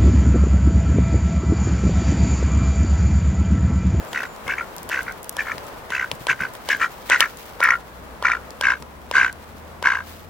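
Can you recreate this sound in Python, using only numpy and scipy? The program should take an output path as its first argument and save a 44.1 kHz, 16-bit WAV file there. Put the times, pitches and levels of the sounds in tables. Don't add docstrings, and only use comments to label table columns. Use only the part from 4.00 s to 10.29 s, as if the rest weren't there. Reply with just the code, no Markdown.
import sys
import numpy as np
from scipy import signal
from scipy.fft import rfft, irfft
from scipy.io import wavfile
from scipy.ndimage import map_coordinates

SR = 44100
rng = np.random.default_rng(int(sys.argv[2]) if len(sys.argv) > 2 else 0)


def wrap_up_sound(samples):
    columns = np.atleast_2d(samples).T
    tamed = np.clip(columns, -1, 1)
    steps = np.round(tamed * 32767).astype(np.int16)
    wavfile.write(sys.argv[1], SR, steps)


N = 277389
TIME_S = np.arange(N) / SR
LAST_GAP_S = .0163

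# start_s (first full stroke), length_s, level_db, fade_db, pitch_hz, throat_hz, gape (0-1)
QUACK_CALLS = [ (.148, 0.1, -26, 2.5, 1895, 1450, 0.77), (.495, 0.049, -23.5, 7, 1857, 1610, 0.43),
               (.583, .03, -25.5, -2, 1850, 1395, 0.25), (.917, 0.088, -23.5, 5, 1900, 1523, 0.72),
               (1.082, 0.025, -29, 2.5, 1750, 1484, 0), (1.393, 0.026, -23, 4, 1953, 1750, 0.55),
               (1.472, .044, -26.5, -2.5, 1800, 1300, .45), (1.923, .12, -23.5, 2.5, 1902, 1510, 0.57),
               (2.300, .028, -16.5, 7.5, 1826, 1550, .7), (2.407, 0.041, -23.5, -1.5, 1760, 1520, 0.37),
               (2.706, 0.039, -18, 4, 1980, 1620, 0.87), (2.817, .03, -17, 0.5, 1780, 1370, 0.54),
               (3.12, .044, -13, 8, 2052, 1474, 0.66), (3.213, 0.042, -17, 8.5, 1825, 1356, 0.38),
               (3.629, 0.11, -14.5, 6, 1786, 1390, 0.17), (4.254, 0.1, -17.5, 7, 1664, 1420, 0.36),
               (4.640, 0.097, -17, 6, 1690, 1596, 0.43), (5.154, .125, -15, 7, 1781, 1554, .5),
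               (5.857, 0.14, -18, 11.5, 1673, 1595, 0.38)]


def undb(db):
    return 10 ** (np.asarray(db) / 20)


def unit(x):
    return x / np.sqrt(np.mean(x ** 2))


def add(out, start_s, sound):
    i = max(int(start_s * SR), 0)
    out[..., i:i + sound.shape[-1]] += sound[..., :N - i]


def fall(t, t60_s):
    return np.exp(-np.log(1000) * t / t60_s)


def ring(x, hz, width_hz):
    hz = min(hz, .45 * SR)
    return signal.lfilter(*signal.iirpeak(hz, hz / width_hz, fs=SR), x)


def resonate(x, modes):
    return sum(undb(db) * ring(x, hz, width_hz) for hz, width_hz, db in modes)


def highpass(x, hz):
    return signal.sosfilt(signal.butter(2, hz, "high", fs=SR, output="sos"), x)


def noise(spectrum, size, correlation):
    hz, db = np.transpose(spectrum)
    f = np.maximum(np.fft.rfftfreq(size, 1 / SR), 1)
    gain = undb(np.interp(np.log(f), np.log(hz), db)) * np.minimum(f / hz[0], 1)
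    alike = np.clip(correlation(f), -1, 1) * np.ones_like(f)
    mid, side = rfft(rng.standard_normal((2, size))) * gain * np.sqrt([1 + alike, 1 - alike])
    return unit(irfft([mid + side, mid - side], size))


def wander(rate_hz, size):
    hop = max(int(SR / rate_hz), 2)
    knots = rng.standard_normal(size // hop + 4)
    return map_coordinates(knots, [1 + np.arange(size) / hop], order=2)


def outdoor_rush(start_db=-36, slope_db_per_s=-1.1062, wander_db=1.0):
    # freq_hz, level_db
    spectrum = [(25, -12), (55, 0), (110, -5.5), (235, -5), (340, -6.5), (480, -2), (740, -4), (1000, -3.5),
                (1300, -6.5), (2340, -16), (4000, -24), (6300, -28.5), (12000, -31)]
    rush = noise(spectrum, N, lambda f: 0.59 / (1 + (f / 850) ** 4))
    return rush * undb(start_db + slope_db_per_s * TIME_S + wander_db * wander(5.6, N))


def breeze(level_db=-58, gust_db=4):
    buffet = noise([(25, -4), (60, -3), (200, -5), (600, -29), (3000, -62)], N, lambda f: .2)
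    return undb(level_db + gust_db * wander(11, N)) * buffet


def engine(full_s=4.0, full_db=-47, swell_db_per_s=16, firing_hz=61.4, climb_hz_per_s=10):
    since_s = TIME_S - full_s
    phase = 2 * np.pi * np.cumsum(firing_hz + climb_hz_per_s * since_s) / SR
    db = full_db + swell_db_per_s * np.minimum(since_s, 0)
    tone = np.sin(phase) + undb(-19) * np.sin(2 * phase) + undb(-14) * np.sin(3 * phase)
    rumble = noise([(60, -1), (120, -4), (230, 0.5), (400, -10), (1500, -42)], N, lambda f: .4)
    return undb(db + 1.5 * wander(6, N)) * (unit(tone) + undb(-3) * rumble)


def bird(waver_hz=110):
    # start_s, length_s, from_hz, to_hz, level_db
    whistles = [(0, 0.039, 7150, 7200, -55), (0.068, 0.09, 7640, 6800, -50.5),
                (0.244, 0.14, 7350, 6870, -54.5)]
    out = np.zeros(N)
    for start_s, length_s, from_hz, to_hz, db in whistles:
        size = int(length_s * SR)
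        pitch_hz = np.linspace(from_hz, to_hz, size) + waver_hz * wander(400, size)
        tone = np.sin(2 * np.pi * np.cumsum(pitch_hz) / SR)
        add(out, start_s, undb(db) * signal.windows.tukey(size) * tone)
    return out


def grass(walking_db=-49, standing_db=-53.5, stop_s=3.6, stopping_s=0.42, swish_rise_s=0.074,
          swish_t60_s=1, snap_gain_db=-6, snap_t60_s=0.009, faint_per_s=5):
    # peak_s, level_db
    swishes = [(.15, -47), (.93, -44), (1.42, -42), (2.22, -44), (2.68, -39), (2.95, -41), (3.22, -37),
               (3.42, -43), (6.1, -40.5)]
    # start_s, relative_db, centre_hz
    snaps = [(.7648, -18, 10900), (.782, -21, 6000), (0.831, -20, 13000), (.891, -13.5, 13000),
             (1.031, -22, 11000), (1.2305, -20.5, 13000), (1.244, -20, 12900), (1.294, -8, 13000),
             (1.367, -18, 8700), (2.537, -24, 14000), (3.6385, -11, 11900), (4.506, -23, 6030),
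             (5.3274, -22, 9000)]
    # freq_hz, level_db
    spectrum = [(2000, -9), (4000, -12.5), (7000, -17.5), (10000, -19.5), (15500, -14)]
    out, t = np.zeros((2, N)), np.arange(SR // 10) / SR
    grains = undb(3.0 * wander(900, N) + 2.7 * wander(50, N))
    rustle = unit(grains * noise(spectrum, N, lambda f: 0))
    power = undb(np.interp(TIME_S, [stop_s, stop_s + stopping_s], [walking_db, standing_db])) ** 2
    for peak_s, db in swishes:
        rise = np.clip(1 + (TIME_S - peak_s) / swish_rise_s, 0, 1)
        decay = fall(np.maximum(TIME_S - peak_s, 0), swish_t60_s)
        power += (undb(db) * rise * decay) ** 2
    faint_snaps = [(when * stop_s, -32.5 + 8 * size, 4000 + 8000 * colour)
                   for when, size, colour in rng.random((int(faint_per_s * stop_s), 3))]
    for start_s, db, hz in snaps + faint_snaps:
        burst = unit(ring(rng.standard_normal((2, len(t))), hz, hz * 0.8))
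        add(out, start_s, undb(db + snap_gain_db) * burst * fall(t, snap_t60_s))
    return out + np.sqrt(power) * rustle


def bill_clicks(ring_hz=3100, soft_ring_hz=1850, ring_t60_s=0.0029, crack_t60_s=0.012,
                horn_db=-3, crack_db=-11, opening_s=.05, opening_pop_db=4, idle_pop_db=-8):
    # start_s, level_db
    clicks = [(0.1311, -13.5), (.232, -16), (.4793, -15), (.897, -16.5), (1.368, -15), (1.581, -15.5),
              (1.904, -14.5), (2.115, -7), (2.269, -8), (2.552, -20), (2.6889, -5), (3.099, -1),
              (3.2057, 10.5), (3.6046, -11), (4.2254, -18.5), (4.611, -5), (4.824, -20), (5.1126, -10),
              (5.8264, -14)]
    # freq_hz, t60_s, gain_db
    mouth_modes = [(593, 0.013, -2.5), (966, 0.013, -1)]
    out, t = np.zeros((2, N)), np.arange(SR // 30) / SR
    for start_s, db in clicks:
        coming_db = [level for quack_s, _, level, *_ in QUACK_CALLS if 0 < quack_s - start_s < opening_s]
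        if coming_db:
            hz, pop_db = ring_hz, coming_db[0] + opening_pop_db
        else:
            hz, pop_db = np.interp(db, [-16, -8], [soft_ring_hz, ring_hz]), db + idle_pop_db
        horn = np.sin(2 * np.pi * hz * t) * fall(t, ring_t60_s)
        crack = unit(ring(rng.standard_normal((2, len(t))), 2800, 2800)) * fall(t, crack_t60_s)
        crack += resonate(crack, [(5190, 120, -1.5), (8500, 450, 1.7)])
        pop = sum(undb(gain_db) * np.sin(2 * np.pi * mode_hz * t) * fall(t, t60_s)
                  for mode_hz, t60_s, gain_db in mouth_modes)
        click = undb(db + horn_db) * horn + undb(db + crack_db) * crack + undb(pop_db) * pop
        add(out, start_s, highpass(click, 520))
    return out


def syrinx(start_s, length_s, fade_db, pitch_hz, t, first_gap_s=.0135, slowing_strokes=1.296,
           edge_db_per_stroke=-11, sink=.17, flutter_db=2.9, scatter_db=0.9, jitter_s=0.00035):
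    # from_peak_ms, pitch_ratio, level_db
    stroke = [(-7.5, .6, -24.5), (-5, 0.664, -7), (-2.5, 0.864, -9), (0.25, 0.969, 0), (1.87, 1.185, -5),
              (2.5, 1.425, -12.5), (6.5, 1.127, -12)]
    glide_ms, glide_ratio, glide_db = np.transpose(stroke)
    number = np.arange(-2, 12)
    gaps_s = LAST_GAP_S + (first_gap_s - LAST_GAP_S) * np.exp(-np.maximum(number - 1, 0) / slowing_strokes)
    elapsed_s = np.cumsum(gaps_s) * (1800 / pitch_hz) ** 0.651
    elapsed_s = elapsed_s - elapsed_s[number == 0]
    spent = np.clip(elapsed_s / length_s, 0, 1) ** 2.104
    strokes_outside = np.maximum(-number, 0) + np.maximum(elapsed_s - length_s, 0) / LAST_GAP_S
    levels_db = edge_db_per_stroke * strokes_outside - fade_db * spent
    pitches_hz = pitch_hz * (1 - sink * spent)
    flutter = undb(flutter_db * wander(900, len(t)))
    waver = 1 + 0.0982 * wander(1100, len(t))
    tone, flow = np.zeros((2, len(t)))
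    for peak_s, db, centre_hz in zip(start_s + elapsed_s, levels_db, pitches_hz):
        late, speed, loud, sharp = rng.standard_normal(4)
        age_ms = (t - peak_s - jitter_s * late) * 1000 * np.exp(.15 * speed)
        shape_db = np.interp(age_ms, glide_ms, glide_db, left=-200, right=-200)
        swell = undb(shape_db + db + scatter_db * loud) * flutter
        sweep = np.interp(age_ms, glide_ms, glide_ratio) ** np.exp(.035 * db)
        hz = centre_hz * sweep * waver * (1 + 0.058 * sharp)
        tone += swell * np.sin(2 * np.pi * np.cumsum(hz) / SR)
        flow += swell
    return tone, flow


def quacks(grit_db=-12.5, direct_db=-10, buzz_db=-27, chest_db=-26,
           hiss_db=-26, hiss_db_per_gape=13, hiss_fade_db_per_s=38):
    # freq_hz, level_db
    grit_spectrum = [(700, -12.5), (1400, 2.5), (2200, -0.5), (2900, -7), (3700, -25), (8000, -45)]
    # freq_hz, level_db
    hiss_spectrum = [(300, -1), (900, -7.5), (2400, -0.5), (3600, 0), (4800, -7), (6400, -7.5), (7600, -8),
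                     (9500, -16), (16000, -28)]
    # centre_hz, width_hz, gain_db
    bill_modes = [(2930, 105, 5.5), (3900, 110, -2), (4600, 80, 4), (5236, 57, 6.5), (5990, 110, 7.5),
                  (6550, 120, 6.5)]
    # freq_hz, level_db
    chest_spectrum = [(200, -7), (550, 0.5), (900, -1), (2000, -26.5)]
    out = np.zeros((2, N))
    for start_s, length_s, db, fade_db, pitch_hz, throat_hz, gape in QUACK_CALLS:
        t = start_s - .04 + np.arange(SR // 4) / SR
        tone, flow = syrinx(start_s, length_s, fade_db, pitch_hz, t)
        source = tone + undb(grit_db) * flow * noise(grit_spectrum, len(t), lambda f: 1)[0]
        tract = [(1020, 120, 0),
                 (throat_hz, 120, 3.5),
                 (throat_hz * 1.344, 190, 0),
                 (throat_hz * (1.488 + 0.37 * gape), 190, -3)]
        voice = unit(highpass(undb(direct_db) * source + resonate(source, tract), 970))
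        shift = 1 + 0.0353 * rng.standard_normal()
        upper = [(hz * shift, width_hz, gain_db) for hz, width_hz, gain_db in bill_modes]
        buzz = undb(buzz_db) * unit(resonate(highpass(tone * np.abs(tone), 3600), upper))
        gate = flow ** .6
        breath = noise(hiss_spectrum, len(t), lambda f: 1 / (1 + (f / 7000) ** 2))
        air = gate * undb(-hiss_fade_db_per_s * (t - start_s)) * breath
        hiss = undb(hiss_db + hiss_db_per_gape * gape) * unit(air + resonate(air, upper))
        chest = undb(chest_db) * unit(gate * noise(chest_spectrum, len(t), lambda f: .9))
        duty = (length_s + LAST_GAP_S) / (t[-1] - t[0])
        add(out, t[0], undb(db) * np.sqrt(duty) * (voice + buzz + hiss + chest))
    return out


def lawn_echo(x, near_db=-14, near_t60_s=0.07, far_db=-27, far_t60_s=0.11):
    t = np.arange(SR // 2) / SR
    near, far = ring(rng.standard_normal((2, 2, len(t))), 1260, 2800)
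    ground = undb(near_db) * unit(near * fall(t, near_t60_s))
    bushes = undb(far_db) * unit(far * fall(t, far_t60_s))
    response = (ground + bushes) / np.sqrt(len(t)) / 2
    return x + signal.fftconvolve(x, response, axes=1)[:, :N]


def footsteps(t60_s=0.21):
    # start_s, level_db
    footfalls = [(.46, -35.5), (2.117, -35.5), (2.21, -37), (2.298, -36), (2.41, -32.5), (4.80, -36.5)]
    out, t = np.zeros((2, N)), np.arange(SR // 5) / SR
    for start_s, db in footfalls:
        pat = noise([(60, -17), (110, -3.5), (250, -8.5), (500, -17), (2000, -39)], len(t), lambda f: .7)
        add(out, start_s, undb(db) * pat * fall(t, t60_s))
    return out


def scene(left_bias_db=1.63):
    left, right = lawn_echo(quacks() + bill_clicks())
    lag_samples = np.interp(TIME_S, [2.5, 3.3], [0, 1.8])
    right = map_coordinates(right, [np.arange(N) - lag_samples], order=3)
    mix = np.array([left, right]) + footsteps() + grass() + outdoor_rush() + breeze() + engine() + bird()
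    return mix * undb([[left_bias_db / 2], [-left_bias_db / 2]])


def record(dry):
    top_cut = signal.ellip(8, .2, 70, 16000, fs=SR, output="sos")
    return signal.sosfilt(top_cut, np.clip(dry, -1, 1))


dry = scene()
out = record(dry)
wrap_up_sound(out)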